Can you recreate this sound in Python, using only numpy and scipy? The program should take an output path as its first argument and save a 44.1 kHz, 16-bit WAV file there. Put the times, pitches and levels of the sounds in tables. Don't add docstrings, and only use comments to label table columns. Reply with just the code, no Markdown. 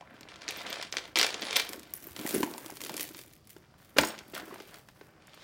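import sys
import numpy as np
from scipy import signal
from scipy.fft import rfft, irfft
from scipy.io import wavfile

SR = 44100
rng = np.random.default_rng(int(sys.argv[2]) if len(sys.argv) > 2 else 0)


def master(y):
    cut = np.clip(np.atleast_2d(y).T, -1, 1)
    pcm = np.round(cut * 32767)
    wavfile.write(sys.argv[1], SR, pcm.astype(np.int16))


N = 239619
TIME = np.arange(N) / SR
RING = TIME[:SR // 3]
CHAIN_RELEASE_DB_PER_S, LEATHER_RELEASE_DB_PER_S = 209.5, 132.5

# (start [s], length [s], level [dB], swell [dB], scuff over flex [dB])
GRIPS = [(0, 0.46, -58, 6, 1), (0.458, 0.21, -53, 1, 3.5), (0.641, 0.19, -52.5, -7, 6.5),
         (0.935, 0.16, -55, -11.5, 4), (1.157, 0.1, -46, -9, 6), (1.323, .3, -49, -5.5, 2),
         (1.679, 0.066, -46.5, -6, -5), (1.83, 0.34, -56.5, 3, -3.5), (2.178, 0.13, -44, 8.5, -9),
         (2.341, 0.076, -33.5, -13, -20), (2.452, 0.25, -49, -1.5, -5.5), (2.799, 0.23, -47, 0, -21),
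         (3.104, .15, -56.5, -4, -27), (3.553, 0.52, -68, 8, 2), (3.961, 0.096, -39.5, -3, 1),
         (4.164, 0.23, -59.5, 11, -3.5), (4.332, 0.035, -48, 2.5, 4.5), (4.476, 0.066, -50.5, 4.5, -2.5),
         (4.661, 0.074, -62.5, 12, 4), (4.95, 0.51, -67, 3, 4.5)]


def undb(db):
    return 10 ** (np.asarray(db) / 20)


def unit(x):
    return x / np.sqrt(np.mean(x ** 2))


def attack_level(x, db):
    return x * undb(db) / np.sqrt(np.mean(x[:int(.006 * SR)] ** 2))


def add(out, start_s, x):
    i = max(int(start_s * SR), 0)
    out[i:i + len(x)] += x[:len(out) - i]


def colour(x, points, size=2048):
    hz, db = np.transpose(points)
    grid = np.maximum(np.fft.rfftfreq(size, 1 / SR), 1)
    gain = undb(np.interp(np.log(grid), np.log(hz), db))
    cepstrum = irfft(np.log(gain))
    cepstrum[1:size // 2] *= 2
    cepstrum[size // 2 + 1:] = 0
    impulse = irfft(np.exp(rfft(cepstrum)))
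    return signal.fftconvolve(x, impulse)[:len(x)]


def filtered(x, hz, kind="bandpass", order=3):
    return signal.sosfilt(signal.butter(order, hz, kind, fs=SR, output="sos"), x)


def bands(x):
    return filtered(x, (200, 1200)), filtered(x, (1200, 7000)), filtered(x, 7000, "highpass")


def fade(t60):
    return np.exp(-np.log(1000) * RING / max(t60, 1 / SR))


def ring(modes, detune=0.0065):
    out = np.zeros(len(RING))
    for hz, db, t60 in modes:
        pitch = hz * (1 + detune * rng.standard_normal())
        out += undb(db) * fade(t60) * np.sin(2 * np.pi * pitch * RING)
    return out


def contact(snap_t60, chatter_t60, chatter_db):
    return rng.standard_normal(len(RING)) * (fade(snap_t60) + undb(chatter_db) * fade(chatter_t60))


def blow(x, db, bright_db, balance_db):
    tilt_db = (-0.15 * bright_db, 0, bright_db)
    parts = zip(bands(x), balance_db, tilt_db)
    return sum(attack_level(band, db + balance + tilt) for band, balance, tilt in parts)


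def grains(per_s, spread_db, grain_t60, rub_db):
    sizes = undb(spread_db * np.minimum(rng.exponential(size=N), np.pi))
    hits = (rng.random(N) < per_s / SR) * sizes
    power = np.abs(signal.fftconvolve(hits ** 2, fade(grain_t60) ** 2)[:N])
    return rng.standard_normal(N) * np.sqrt(power / power.mean() + undb(rub_db) ** 2)


def strokes(rows, release_db_per_s, rise_s=0.0043):
    power = np.zeros(N)
    for start, length, db, swell_db in rows:
        t = TIME[:int((length + .5) * SR)]
        ramp_db = swell_db * (np.minimum(t / length, 1) - .5)
        release_db = release_db_per_s * np.maximum(t - length, 0)
        gain = undb(db + ramp_db - release_db) * np.minimum(t / rise_s, 1)
        add(power, start, gain ** 2)
    return np.sqrt(power)


def room_tone():
    # (frequency [Hz], gain [dB])
    air_eq = [(15, -46.5), (25, -3), (137, 2.5), (695, -15), (775, -11.5), (887, -24), (1160, -14),
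              (2990, -39.5), (3720, -49.5), (4610, -22.5), (6740, -31.5), (14800, -36.5), (16000, -27)]
    return unit(colour(rng.standard_normal(N), air_eq)) * undb(-60)


def room(x, wet_db, low_t60, middle_t60, high_t60, treble_db):
    low, middle, high = bands(rng.standard_normal(len(RING)))
    tail = low * fade(low_t60) + middle * fade(middle_t60) + undb(treble_db) * high * fade(high_t60)
    tail *= 1 - fade(0.028)
    return x + undb(wet_db) * signal.fftconvolve(x, tail / np.linalg.norm(tail))[:N]


def leather_flex():
    # (frequency [Hz], gain [dB])
    flex_eq = [(50, -33.5), (110, -17), (200, -3.5), (320, 5), (480, -10.5), (700, -14.5), (950, -19.5),
               (1500, -15.5), (3000, -44)]
    crumple = colour(grains(per_s=120, spread_db=6.0, grain_t60=0.046, rub_db=-4.0), flex_eq)
    return unit(crumple) * strokes([row[:4] for row in GRIPS], LEATHER_RELEASE_DB_PER_S)


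def leather_scuff():
    # (frequency [Hz], gain [dB])
    scuff_eq = [(200, -32.5), (500, -0.5), (950, -1), (1400, -0.5), (2200, -6.5), (4000, -17.0),
                (9000, -67)]
    slips = colour(grains(per_s=170, spread_db=6.0, grain_t60=0.012, rub_db=-1.0), scuff_eq)
    rubs = [(start, length, db + scuff_db, swell_db) for start, length, db, swell_db, scuff_db in GRIPS]
    return unit(slips) * strokes(rubs, LEATHER_RELEASE_DB_PER_S)


def bag_bumps(t60_cycles=13.8):
    # (time [s], level [dB], pitch [Hz])
    bumps = [(2.071, -45, 360), (2.11, -51, 83.5), (2.195, -38.5, 246), (2.340, -27, 345),
             (2.3475, -24.5, 352), (2.3611, -23, 343), (2.379, -29.5, 244), (2.405, -23.5, 340),
             (2.4336, -24, 290), (3.159, -50, 300), (3.564, -44, 353), (3.965, -30.5, 433),
             (3.9859, -29.5, 293), (3.988, -36, 133), (3.989, -40, 69.5), (4.335, -39.5, 368),
             (4.364, -42, 673), (4.43, -42.5, 335), (4.477, -44, 357), (4.524, -38.5, 368),
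             (4.605, -41, 384), (5.012, -46, 394)]
    out = np.zeros(N)
    push = 1 - fade(0.01095)
    for start, db, hz in bumps:
        add(out, start, attack_level(push * ring([(hz, 0, t60_cycles / hz)]), db))
    return out


def panel_taps():
    # (time [s], level [dB], pitch [Hz])
    taps = [(.011, -45.5, 760), (.025, -48.5, 990), (2.256, -40, 840), (2.264, -39, 1930),
            (2.4304, -25.5, 980), (2.476, -41, 880), (2.548, -41.5, 870), (2.58, -42, 940),
            (2.699, -42, 875), (2.8952, -37, 870), (3.9865, -29, 610), (4.0369, -27, 1000),
            (4.378, -39, 1390), (4.439, -54, 1400), (4.511, -44, 1100)]
    out = np.zeros(N)
    onset = 1 - fade(0.0017)
    for start, db, hz in taps:
        add(out, start, attack_level(onset * ring([(hz, 0, .022)]), db))
    return out


def fittings_ring(flap_lands_s=3.9844, t60=3.0):
    # (frequency [Hz], level [dB])
    partials = [(3101, -70), (4565, -68), (4723, -68), (5281, -69), (5453, -70), (6562, -75), (6869, -72),
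                (7725, -76), (8296, -75), (8480, -75), (10923, -79), (14056, -78), (15439, -76)]
    out = np.zeros(N)
    tones = sum(undb(db) * np.sin(2 * np.pi * hz * TIME) for hz, db in partials)
    add(out, flap_lands_s, tones * np.exp(-np.log(1000) * TIME / t60))
    return out


def clasp_rattles():
    # (time [s], level [dB])
    rattles = [(3.9802, -37), (4.012, -34), (4.049, -34.5), (4.0714, -37.5), (4.086, -39.5)]
    # (frequency [Hz], gain [dB], t60 [s])
    clasp_modes = [(5400, -3, 0.13), (6700, -6, 0.11), (6860, 2, 0.092), (8300, 2, .08), (9500, -15, .1),
                   (12200, -5, .11), (15500, 3.5, .12)]
    out = np.zeros(N)
    for start, db in rattles:
        force = contact(snap_t60=.006, chatter_t60=0.0292, chatter_db=0.5)
        tick = filtered(force, (4500, 12000), order=2)
        add(out, start, attack_level(tick, db - 1.5) + attack_level(ring(clasp_modes), db - 3.0))
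    return out


def chain_resonance(x):
    # (frequency [Hz], width [Hz], gain [dB])
    peaks = [(2050, 38, -10), (2350, 32, 0.5), (3207, 50, -4.5), (3508, 76, -24.5), (4500, 700, -11),
             (5460, 230, -10)]
    return x + sum(undb(db) * signal.lfilter(*signal.iirpeak(hz, hz / width, fs=SR), x)
                   for hz, width, db in peaks)


def chain_slide():
    # (start [s], length [s], level [dB], swell [dB])
    slides = [(.14, 0.087, -65.5, -17), (.286, 0.0083, -46, -7), (.33, 0.12, -59, 8), (.48, 0.12, -44, 6),
              (.66, .17, -42.5, -0.5), (.95, .11, -50, -3), (1.16, 0.085, -29, -0.5),
              (1.25, 0.18, -44.5, -3), (1.42, 0.16, -38, 11.5), (1.558, 0.052, -32, -15),
              (1.72, 0.19, -61, 3), (2.15, 0.2, -52.5, 1), (2.45, 0.6, -66, 6), (2.81, 0.26, -54.5, 6),
              (3.14, 0.073, -60.5, -2), (3.27, 0.22, -71.5, -4), (3.5, 0.39, -71.5, 3),
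              (3.978, 0.12, -41, -10), (4.12, 0.23, -69, -17), (4.335, 0.016, -47, 5), (4.5, 0.28, -59, -5),
              (4.87, .18, -70.5, -1.5), (5.2, 0.27, -58.5, 18)]
    # (frequency [Hz], gain [dB])
    slide_eq = [(120, -33), (200, -26.5), (294, -6), (340, -8), (432, 3.5), (612, -5), (696, 0.5),
                (1450, -4.5), (1910, -1.5), (3560, 1), (7540, -12.5), (10700, -17), (12200, -57.5),
                (14100, -41), (16000, -17.5)]
    friction = grains(per_s=640, spread_db=9.0, grain_t60=0.015, rub_db=-2.5)
    rustle = chain_resonance(colour(friction, slide_eq))
    return unit(rustle) * strokes(slides, CHAIN_RELEASE_DB_PER_S)


def chain_pull(lifted_s=3.9):
    # (start [s], length [s], level [dB], swell [dB])
    pulls = [(.487, 0.17, -60.5, -2), (.7, .08, -71, -4), (.915, 0.033, -54, 0), (1.03, 0.051, -66, 5.5),
             (1.17, 0.073, -44, -5), (1.42, .04, -60, 0), (1.56, 0.026, -44, 2), (1.69, 0.047, -52, 6),
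             (1.79, 0.16, -65, 5), (1.935, 0.175, -52, 4.5), (2.16, .21, -41, 14.5),
             (2.42, 0.49, -51, -8.5), (2.81, 0.14, -47.5, -5), (2.98, 0.036, -40.5, 6),
             (3.06, 0.11, -57.5, -11), (3.16, .04, -47.5, 0), (3.25, 0.087, -64, 0),
             (3.495, 0.031, -52, -11), (3.78, .18, -64, -6), (3.983, 0.072, -39.5, -17),
             (4.15, 0.22, -64, 18), (4.34, .04, -50, -1), (4.44, 0.35, -58, -1), (4.8, .25, -68.5, 9),
             (5.27, 0.15, -72, 12)]
    # (frequency [Hz], gain [dB])
    fizz_eq = [(900, -24.5), (2000, 1), (4000, -3.5), (6000, -2), (8000, -2), (11000, 1.5), (12500, 0.5),
               (14500, 6), (16000, 2)]
    fizz = colour(grains(per_s=240, spread_db=6.5, grain_t60=0.0073, rub_db=-1.5), fizz_eq)
    ticks = colour(grains(per_s=44, spread_db=4.0, grain_t60=0.0042, rub_db=-33.5), fizz_eq)
    running = strokes(pulls, CHAIN_RELEASE_DB_PER_S)
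    dangling = undb(-79) * (TIME < lifted_s)
    return unit(fizz) * running + unit(ticks) * (undb(-4.5) * running + dangling)


def link_pings():
    # (time [s], level [dB], pitch [Hz], t60 [s])
    pings = [(.571, -44, 13900, 0.048), (.70, -42.5, 13900, 0.036), (1.411, -45, 14100, 0.033),
             (1.446, -49.5, 10200, .22), (1.938, -31, 14000, 0.0068), (1.952, -44, 10700, .09),
             (1.965, -44, 13950, .05), (2.04, -42, 13900, 0.027), (2.069, -37.5, 14050, .05),
             (2.345, -27, 10550, .025)]
    out = np.zeros(N)
    for start, db, hz, t60 in pings:
        force = contact(snap_t60=.004, chatter_t60=t60, chatter_db=0)
        buzz = signal.fftconvolve(force, ring([(hz, 0, .008)], detune=.002))[:len(RING)]
        tone = ring([(hz, 0, t60)], detune=0.0016)
        add(out, start, attack_level(buzz, db - 0.5) + attack_level(tone, db - 13.5))
    return out


def chain_clatter():
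    # (time [s], level [dB], brightness [dB])
    landings = [(0.0095, -52, -9), (0.2092, -48.5, 12), (0.2316, -47.5, -10), (0.3585, -48, -4),
                (0.419, -44.5, -2), (0.4797, -32.5, -8), (0.4878, -30.5, -8), (0.5075, -36, 11.5),
                (0.728, -32.5, 4), (0.8259, -33.5, 3), (0.925, -31, -14), (0.9688, -25.5, -18),
                (0.9798, -46, -2.5), (0.9836, -32.5, -10), (1.1574, -22, -10), (1.1633, -29, -9),
                (1.172, -22, 0), (1.1876, -22, 11.5), (1.1955, -20.5, -1), (1.2132, -19.5, 3),
                (1.2293, -20.5, 0), (1.2655, -28.5, 7), (1.3429, -32, -22.5), (1.4211, -33, -1.5),
                (1.5287, -29.5, 1), (1.5582, -25.5, 6), (1.5631, -22.5, 2), (1.567, -22.5, 16.5),
                (1.5975, -25, 10), (4.1797, -47, -3), (4.1892, -41, 6), (4.3503, -40, 13.5),
                (4.3777, -46.5, 19), (4.7423, -48, 14), (5.345, -60.5, 23)]
    # (time [s], level [dB], brightness [dB])
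    snaps = [(1.6909, -38, 3.5), (1.732, -36, -3), (1.7948, -51, 7), (1.8314, -49.5, 0), (1.937, -47, 11.5),
             (2.1639, -37, -5), (2.1918, -39, -8), (2.2637, -41, 6.5), (2.273, -47.5, 13.5),
             (2.2917, -35.5, 3), (2.3019, -45, 4), (2.3083, -36, 2.5), (2.538, -40.5, -8), (2.5801, -43, 5),
             (2.661, -42, 0), (2.7697, -43, 0), (2.8058, -40, -7), (2.8159, -39.5, 3),
             (2.8372, -37.5, -0.5), (2.8486, -40.5, 3), (2.8626, -38, -12), (2.8947, -36.5, -6),
             (2.9413, -38.5, -2), (2.9667, -42, 11), (2.978, -37.5, 1.5), (2.9962, -34, -1),
             (3.0091, -36.5, 6.5), (3.0897, -55, 10), (3.1467, -43, -12), (3.1796, -51, 2),
             (3.1907, -44, -2), (3.3106, -61, -10), (3.4724, -57, 7), (3.4942, -57, 5), (4.543, -57.5, 10),
             (5.271, -67.5, 14)]
    # (frequency [Hz], gain [dB])
    clatter_eq = [(88, -66), (150, -19.5), (398, 2.5), (774, -14.5), (905, -4.5), (1760, -3), (1900, 0),
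                  (2870, 0), (3290, 1.5), (3840, -1), (4490, 0), (5680, -2.5), (8070, -5.5), (15100, -5.5),
                  (16000, -35.5)]
    landing_balance_db, snap_balance_db = (-15, -1, -18.5), (-8, -2.5, -2.5)
    out = np.zeros(N)
    for hits, balance_db in ((landings, landing_balance_db), (snaps, snap_balance_db)):
        for start, db, bright_db in hits:
            force = contact(snap_t60=0.0057, chatter_t60=0.042, chatter_db=-9)[:SR // 20]
            click = chain_resonance(colour(force, clatter_eq))
            add(out, start, blow(click, db, bright_db, balance_db))
    return out


def flap_knocks():
    # (time [s], level [dB], brightness [dB])
    knocks = [(2.4305, -30.5, 6), (2.6974, -53, -2), (3.5644, -53.5, 3), (3.9694, -34.5, -1),
              (3.9844, -15, 0.5), (4.034, -30, -8), (4.398, -43.5, -4), (4.6017, -46.5, 1),
              (4.8868, -51.5, 4), (5.0114, -52, -21)]
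    # (frequency [Hz], gain [dB])
    crack_eq = [(59, -20), (100, -9.5), (570, -1.5), (752, -5.5), (872, 1.5), (1170, -8), (1610, -8.5),
                (3320, -13), (3860, -16.5), (4980, -15.5), (9410, -28.5), (12100, -25.5), (16000, -29.5)]
    # (frequency [Hz], gain [dB], t60 [s])
    flap_modes = [(213.5, -13, 0.44), (298.8, -3.5, 0.17), (403, -8, 0.08), (581, -1.5, 0.029),
                  (865, 1, 0.064), (1010, -15, 0.056), (1375, -16.5, 0.17), (1544, 5, 0.0097),
                  (1900, -20, 0.055), (2100, -19.5, 0.09), (2520, -19, 0.08), (2870, -10.5, 0.047),
                  (3500, -20, 0.058)]
    out = np.zeros(N)
    for start, db, bright_db in knocks:
        crack = colour(contact(snap_t60=0.024, chatter_t60=0.084, chatter_db=-18.5), crack_eq)
        panel = ring(flap_modes, detune=0.0022)
        knock = attack_level(crack, 0) + attack_level(panel, -1.5)
        add(out, start, blow(knock, db, bright_db, balance_db=(-3.5, 1, -10.5)))
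    return out


def scene():
    chain = chain_clatter() + link_pings() + chain_slide() + chain_pull()
    bag = flap_knocks() + panel_taps() + clasp_rattles() + fittings_ring() + bag_bumps()
    leather = leather_flex() + leather_scuff()
    air = room_tone()
    handling = room(chain + bag + leather, wet_db=-13,
                    low_t60=0.42, middle_t60=0.28, high_t60=0.25, treble_db=-1)
    return (handling + air)[None]


def record(dry):
    # (frequency [Hz], gain [dB])
    phone_eq = [(30, -6.5), (60, -3), (110, -2), (180, -1.5), (330, -3), (620, 1), (750, -1), (900, -1.5),
                (1080, -1), (1260, -2.5), (1600, 0.5), (8000, -0.5), (16000, -4)]
    top_cut = signal.ellip(10, .2, 80, 16000, fs=SR, output="sos")
    return signal.sosfilt(top_cut, colour(dry[0], phone_eq)[None])


dry = scene()
out = record(dry)
master(out)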